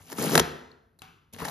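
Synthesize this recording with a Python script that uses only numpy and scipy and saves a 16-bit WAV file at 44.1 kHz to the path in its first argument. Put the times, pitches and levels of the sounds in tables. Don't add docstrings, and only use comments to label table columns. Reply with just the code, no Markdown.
import sys
import numpy as np
from scipy import signal
from scipy.fft import rfft, irfft
from scipy.io import wavfile

SR = 44100
rng = np.random.default_rng(int(sys.argv[2]) if len(sys.argv) > 2 else 0)


def field_ratio(decibels):
    return 10 ** (np.asarray(decibels, dtype=float) / 20)


def unload_wav(signal):
    wavfile.write(
        sys.argv[1],
        SR,
        np.round(np.clip(np.atleast_2d(signal).T, -1, 1) * 32767).astype(np.int16),
    )


N = 66150
HZ = np.fft.rfftfreq(2 * N, 1 / SR)


def unit(x):
    return x / np.sqrt(np.mean(x ** 2))


def age_since(start):
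    return np.maximum(np.arange(N) / SR - start, 0)


def fade(age, t60):
    return 1000. ** (-age / t60)


def table_db(table):
    f, db = np.array(table, float).T
    return np.interp(np.log(HZ + 1), np.log(f), db)


def weigh(x, gain):
    return irfft(rfft(x, 2 * N) * gain)[..., :N]


def colour(x, db):
    cepstrum = irfft(db * np.log(10) / 20)
    cepstrum[1:N] *= 2
    cepstrum[N + 1:] = 0
    return weigh(x, np.exp(rfft(cepstrum)))


# f/Hz, phase/rad
PORT_PHASE = [(0, 0), (1500, .7), (3300, .9), (4500, -.2), (6500, -1.1), (8300, -np.pi),
              (11800, -2 * np.pi), (14500, -3 * np.pi)]
# f/Hz, level/dB
PORT_BALANCE = [(200, 2.0), (380, 4.0), (700, 0.0), (1290, 3.5), (2380, 3.0), (4400, 5.5), (8120, 0.0)]


def ports(x):
    f, phase = np.array(PORT_PHASE).T
    half_phase = np.interp(HZ, f, phase) * .5j
    half_level = table_db(PORT_BALANCE) * np.log(10) / 40
    half = half_phase + half_level
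    return weigh(x, np.exp([half, -half]))


def spread(like):
    like = np.clip(like, 0, 1)
    shared = ports(rng.standard_normal(N))
    separate = rng.standard_normal((2, N))
    return np.sqrt(like) * shared + np.sqrt(1 - like) * separate


# f/Hz, level/dB
HUSH = [(20, -31), (50, -1.5), (100, -2), (400, -16), (1000, -32), (5000, -42.5), (8300, -50.5),
        (11000, -37), (15000, -43)]


def hush():
    return unit(colour(spread(0.91), table_db(HUSH))) * field_ratio(-70)


# f/Hz, t60/s, level/dB, likeness of left and right (0 to 1)
ROOM = [(70, 0.99, -11.5, 1), (158, .62, -5.5, 0.97), (280, 0.8, -11.5, 0.83), (540, 0.76, -11, 0.24),
        (1030, 0.76, -8.5, 0.067), (2200, 0.67, -9, 0.78), (4100, 0.59, -13, 1), (8500, 0.053, -17, 0.95),
        (10600, 0.48, -18.5, 0.94)]


def room(x):
    gap_s = 0.00083
    t = np.arange(N) / SR
    centres = np.log([row[0] for row in ROOM])
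    echo = 0
    for k, (hz, t60, db, like) in enumerate(ROOM):
        share = np.sqrt(np.interp(np.log(HZ + 1), centres, np.arange(len(ROOM)) == k))
        band = weigh(spread(like), share)
        evened = band / np.sqrt(t60 * SR / np.log(1e6))
        echo = echo + evened * fade(t, t60) * field_ratio(db)
    echo = echo * np.clip(t / gap_s, 0, 1) ** 2
    return signal.fftconvolve(echo, x[None], axes=1)[:, :N]


# f/Hz, level/dB
BOUNCE = [(250, -13), (600, -11.5), (1500, -3.5), (4000, -6), (7000, -10.5), (12000, -17.5)]


def table_top(x):
    t60_s = 0.017
    noise = rng.standard_normal(2048) * fade(np.arange(2048) / SR, t60_s)
    spectrum = rfft(noise)
    taps = irfft(spectrum / np.abs(spectrum))[:1024]
    sides = np.outer([1, -1], taps)
    bounced = signal.fftconvolve(sides, x[None], axes=1)[:, :N]
    return colour(bounced, table_db(BOUNCE))


def bursts(rows, table):
    out = np.zeros(N + 2048)
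    noises = rng.standard_normal((len(rows), 1024))
    for (s, db, hz, peak_db, octaves, length), noise in zip(rows, noises):
        u = np.arange(1024) / SR / max(length, 3e-4)
        burst = noise * (1 - np.exp(-u * 1.7)) * np.exp(-u ** 1.2)
        spectrum = rfft(burst, 4096)
        burst = irfft(spectrum / np.abs(spectrum))[:1024]
        peak = peak_db * np.exp(-(np.log2((HZ + 1) / hz) / octaves) ** 2)
        burst = colour(burst, table_db(table) + peak)[:2048]
        out[int(s * SR):][:2048] += burst * field_ratio(db) / np.abs(burst).max()
    return out[:N]


# f/Hz, level/dB, t60/s
BOARD = [(170.7, 0, 0.18), (256.4, 10, 0.039), (439, 9, 0.032), (766, -2.5, 0.014), (938, -18, 0.021),
         (1500, -9, 0.0067)]


def board(force):
    low_hz = 122
    t = np.arange(N // 4) / SR
    ring = sum(field_ratio(db) * np.sin(2 * np.pi * hz * t) * fade(t, t60) for hz, db, t60 in BOARD)
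    ring = signal.sosfilt(signal.butter(4, low_hz, "high", fs=SR, output="sos"), ring)
    return signal.fftconvolve(force, ring / np.abs(ring).max())[:N]


# f/Hz, level/dB, t60/s
KNOCK_RINGS = [(761, -54, 0.27), (2720, -41, .015)]


def knock(start):
    force = np.zeros(N)
    force[int(start * SR)] = field_ratio(-33.5)
    age = age_since(start)
    rings = sum(field_ratio(db) * np.sin(2 * np.pi * hz * age) * fade(age, t60) for hz, db, t60 in KNOCK_RINGS)
    return rings, board(force)


# t/s, level/dB, ring f/Hz, ring above the click level/dB,
# ring width/octaves, extra level into the room/dB
TICKS = [(0.716, -49, 4240, 29, .22, 0), (0.989, -46, 12570, 12, 1, 16), (0.9927, -49.5, 4170, 33, 0.26, 6),
         (1.019, -33, 2716, 8, 0.54, 15)]
# f/Hz, level/dB
TICK = [(550, 6.5), (1300, 5), (2500, -6), (7000, -3), (12000, -3.5), (16000, -26.5)]


def ticks():
    length_s = 0.001229
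    each = [bursts([(*row[:5], length_s)], TICK) for row in TICKS]
    rings, thud = knock(TICKS[-1][0])
    near = sum(each) + rings
    far = sum(tick * field_ratio(row[5]) for tick, row in zip(each, TICKS)) + thud + rings
    return near, far


# t/s, level/dB, f/Hz
JOLTS = [(.005, -52.5, 88), (0.4, -32.5, 73.6), (1.337, -47.5, 100), (1.417, -42, 73.2)]


def jolts():
    rise_s, t60_s = 0.001, 0.2
    out = 0
    for s, db, hz in JOLTS:
        age = age_since(s)
        wobble = np.sin(2 * np.pi * hz * age) * (1 - np.exp(-age / rise_s))
        out = out + field_ratio(db) * wobble * fade(age, t60_s)
    return out


# t/s, level/dB, settled f/Hz
POPS = [(.124, -31, 265.2), (.185, -22, 167), (.202, -31.5, 188), (.221, -25, 240), (.233, -23.5, 219),
        (.246, -23, 244), (.268, -20, 189.4), (.291, -25.5, 171), (.318, -20, 229), (.331, -19.5, 185),
        (.3555, -11, 300), (.379, -16, 615), (.399, -13, 331), (1.401, -35.5, 848), (1.417, -28.5, 955),
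        (1.456, -31, 734), (1.479, -37, 830)]


def pops():
    fall_hz, fall_s = 300, 0.0036
    rise_s, t60_s = 0.0013, 0.046
    out = 0
    for s, db, hz in POPS:
        age = age_since(s)
        turns = hz * age + fall_hz * fall_s * (1 - np.exp(-age / fall_s))
        thump = np.sin(2 * np.pi * turns) * (1 - np.exp(-age / rise_s))
        out = out + field_ratio(db) * thump * fade(age, t60_s)
    return out


# t/s, level/dB, centre f/Hz, length/s
SNAPS = [(0.1, -33.5, 12100, 0.0012), (0.1186, -32.5, 6150, 0.0031), (0.127, -31, 1720, 0.0024),
         (0.1822, -28, 1270, 0.0062), (0.227, -26.5, 2000, 0.0068), (0.294, -24, 1470, 0.0013),
         (0.3224, -24, 1930, 0.001), (0.3531, -4.5, 3420, 0.00094), (0.3546, -5.5, 1620, 0.0012),
         (0.3766, -6.5, 4330, 0.002), (0.3771, -5, 1987, 0.0023), (0.3957, -4.5, 3420, 0.00097),
         (0.3983, -11.5, 5920, 0.0015), (1.385, -36, 2200, 0.0043), (1.448, -25.5, 1770, 0.0065),
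         (1.4827, -27.5, 4020, 0.0028)]
# f/Hz, level/dB
CRACK = [(290, -18.5), (500, -11), (944, -4.5), (1940, -10), (2520, -15.5), (4360, -15.5), (10500, -14),
         (15800, -27)]


def snaps():
    peak_db, octaves = 9, 0.18
    return bursts([(s, db, hz, peak_db, octaves, length) for s, db, hz, length in SNAPS], CRACK)


def clicks(rate, spread_db):
    chance, side, size = rng.random((3, N))
    return (chance < rate / SR) * np.sign(side - .5) * field_ratio(-spread_db * np.log(1 - size))


def grains(rate, spread_db):
    grain_s, rasp_db = 0.00046, -3.5
    tail = np.exp(-np.arange(512) / SR / grain_s)
    out = 0
    for hz in 500 * 2 ** np.arange(6):
        smeared = signal.fftconvolve(np.abs(clicks(rate, spread_db)), tail)[:N]
        size = unit(smeared) + field_ratio(rasp_db)
        share = np.sqrt(np.clip(1 - np.abs(np.log2((HZ + 1) / hz)), 0, 1))
        out = out + weigh(size * rng.standard_normal(N), share)
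    return out


# t/s, crackle level/dB, board rumble level/dB, scrape level/dB
PULL = [
    [(0, -62.5, -60, -61.5), (.06, -57, -66, -67), (.1, -50.5, -56.5, -57.5), (.125, -42.5, -46, -44.5),
     (.145, -55.5, -51, -56.5), (.18, -41, -48, -48), (.19, -37.5, -30.5, -45), (.24, -32.5, -32, -33),
     (.3, -35, -38.5, -41.5), (.345, -33, -26, -29.5), (.4, -30.5, -30, -34), (.415, -50, -25, -58)],
    [(1.327, -60, -58, -75.5), (1.337, -45.5, -52, -58), (1.378, -68.5, -63, -55.5),
     (1.4, -59.5, -45, -40.5), (1.44, -55, -39.5, -41.5), (1.5, -43, -51, -43)],
]


def pull_gain(column):
    t = np.arange(N) / SR
    pulls = [np.array(pull) for pull in PULL]
    return sum(field_ratio(np.interp(t, p[:, 0], p[:, column], left=-200, right=-200)) for p in pulls)


# f/Hz, level/dB
CRACKLE = [(1180, -47), (2300, -1), (3920, -8), (9970, -6), (13600, -10), (15800, -4.5)]
# f/Hz, level/dB
SCRAPE = [(300, -31), (600, 1), (1000, -2), (2400, -9.5), (6000, -18.5)]


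def tearing():
    fibres = grains(rate=500, spread_db=2.5)
    slips = clicks(rate=1100, spread_db=3.5)
    crackle = unit(colour(fibres, table_db(CRACKLE))) * pull_gain(1)
    rubbing = fibres + 0.64 * unit(slips)
    scrape = unit(colour(rubbing, table_db(SCRAPE))) * pull_gain(3)
    steady_rms = np.sqrt(np.mean(board(slips) ** 2))
    rumble = board(slips * pull_gain(2)) / steady_rms
    return crackle + scrape + rumble


def scene():
    mailer = tearing() + snaps() + pops() + jolts()
    strip, strip_to_room = ticks()
    near = mailer + strip
    return ports(near) + table_top(near) + room(mailer + strip_to_room) + hush()


def roll_off(x):
    return signal.sosfilt(signal.butter(12, 15900, fs=SR, output="sos"), x)


# f/Hz, level/dB
PHONE = [(8300, 2), (13500, 1), (15000, -5.5), (16000, -16.5)]


def record(dry):
    coloured = colour(dry, table_db(PHONE))
    bass_cut = signal.butter(2, 40.6, "high", fs=SR, output="sos")
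    mix = signal.sosfilt(bass_cut, coloured)
    return roll_off(mix)


dry = scene()
out = record(dry)
unload_wav(out)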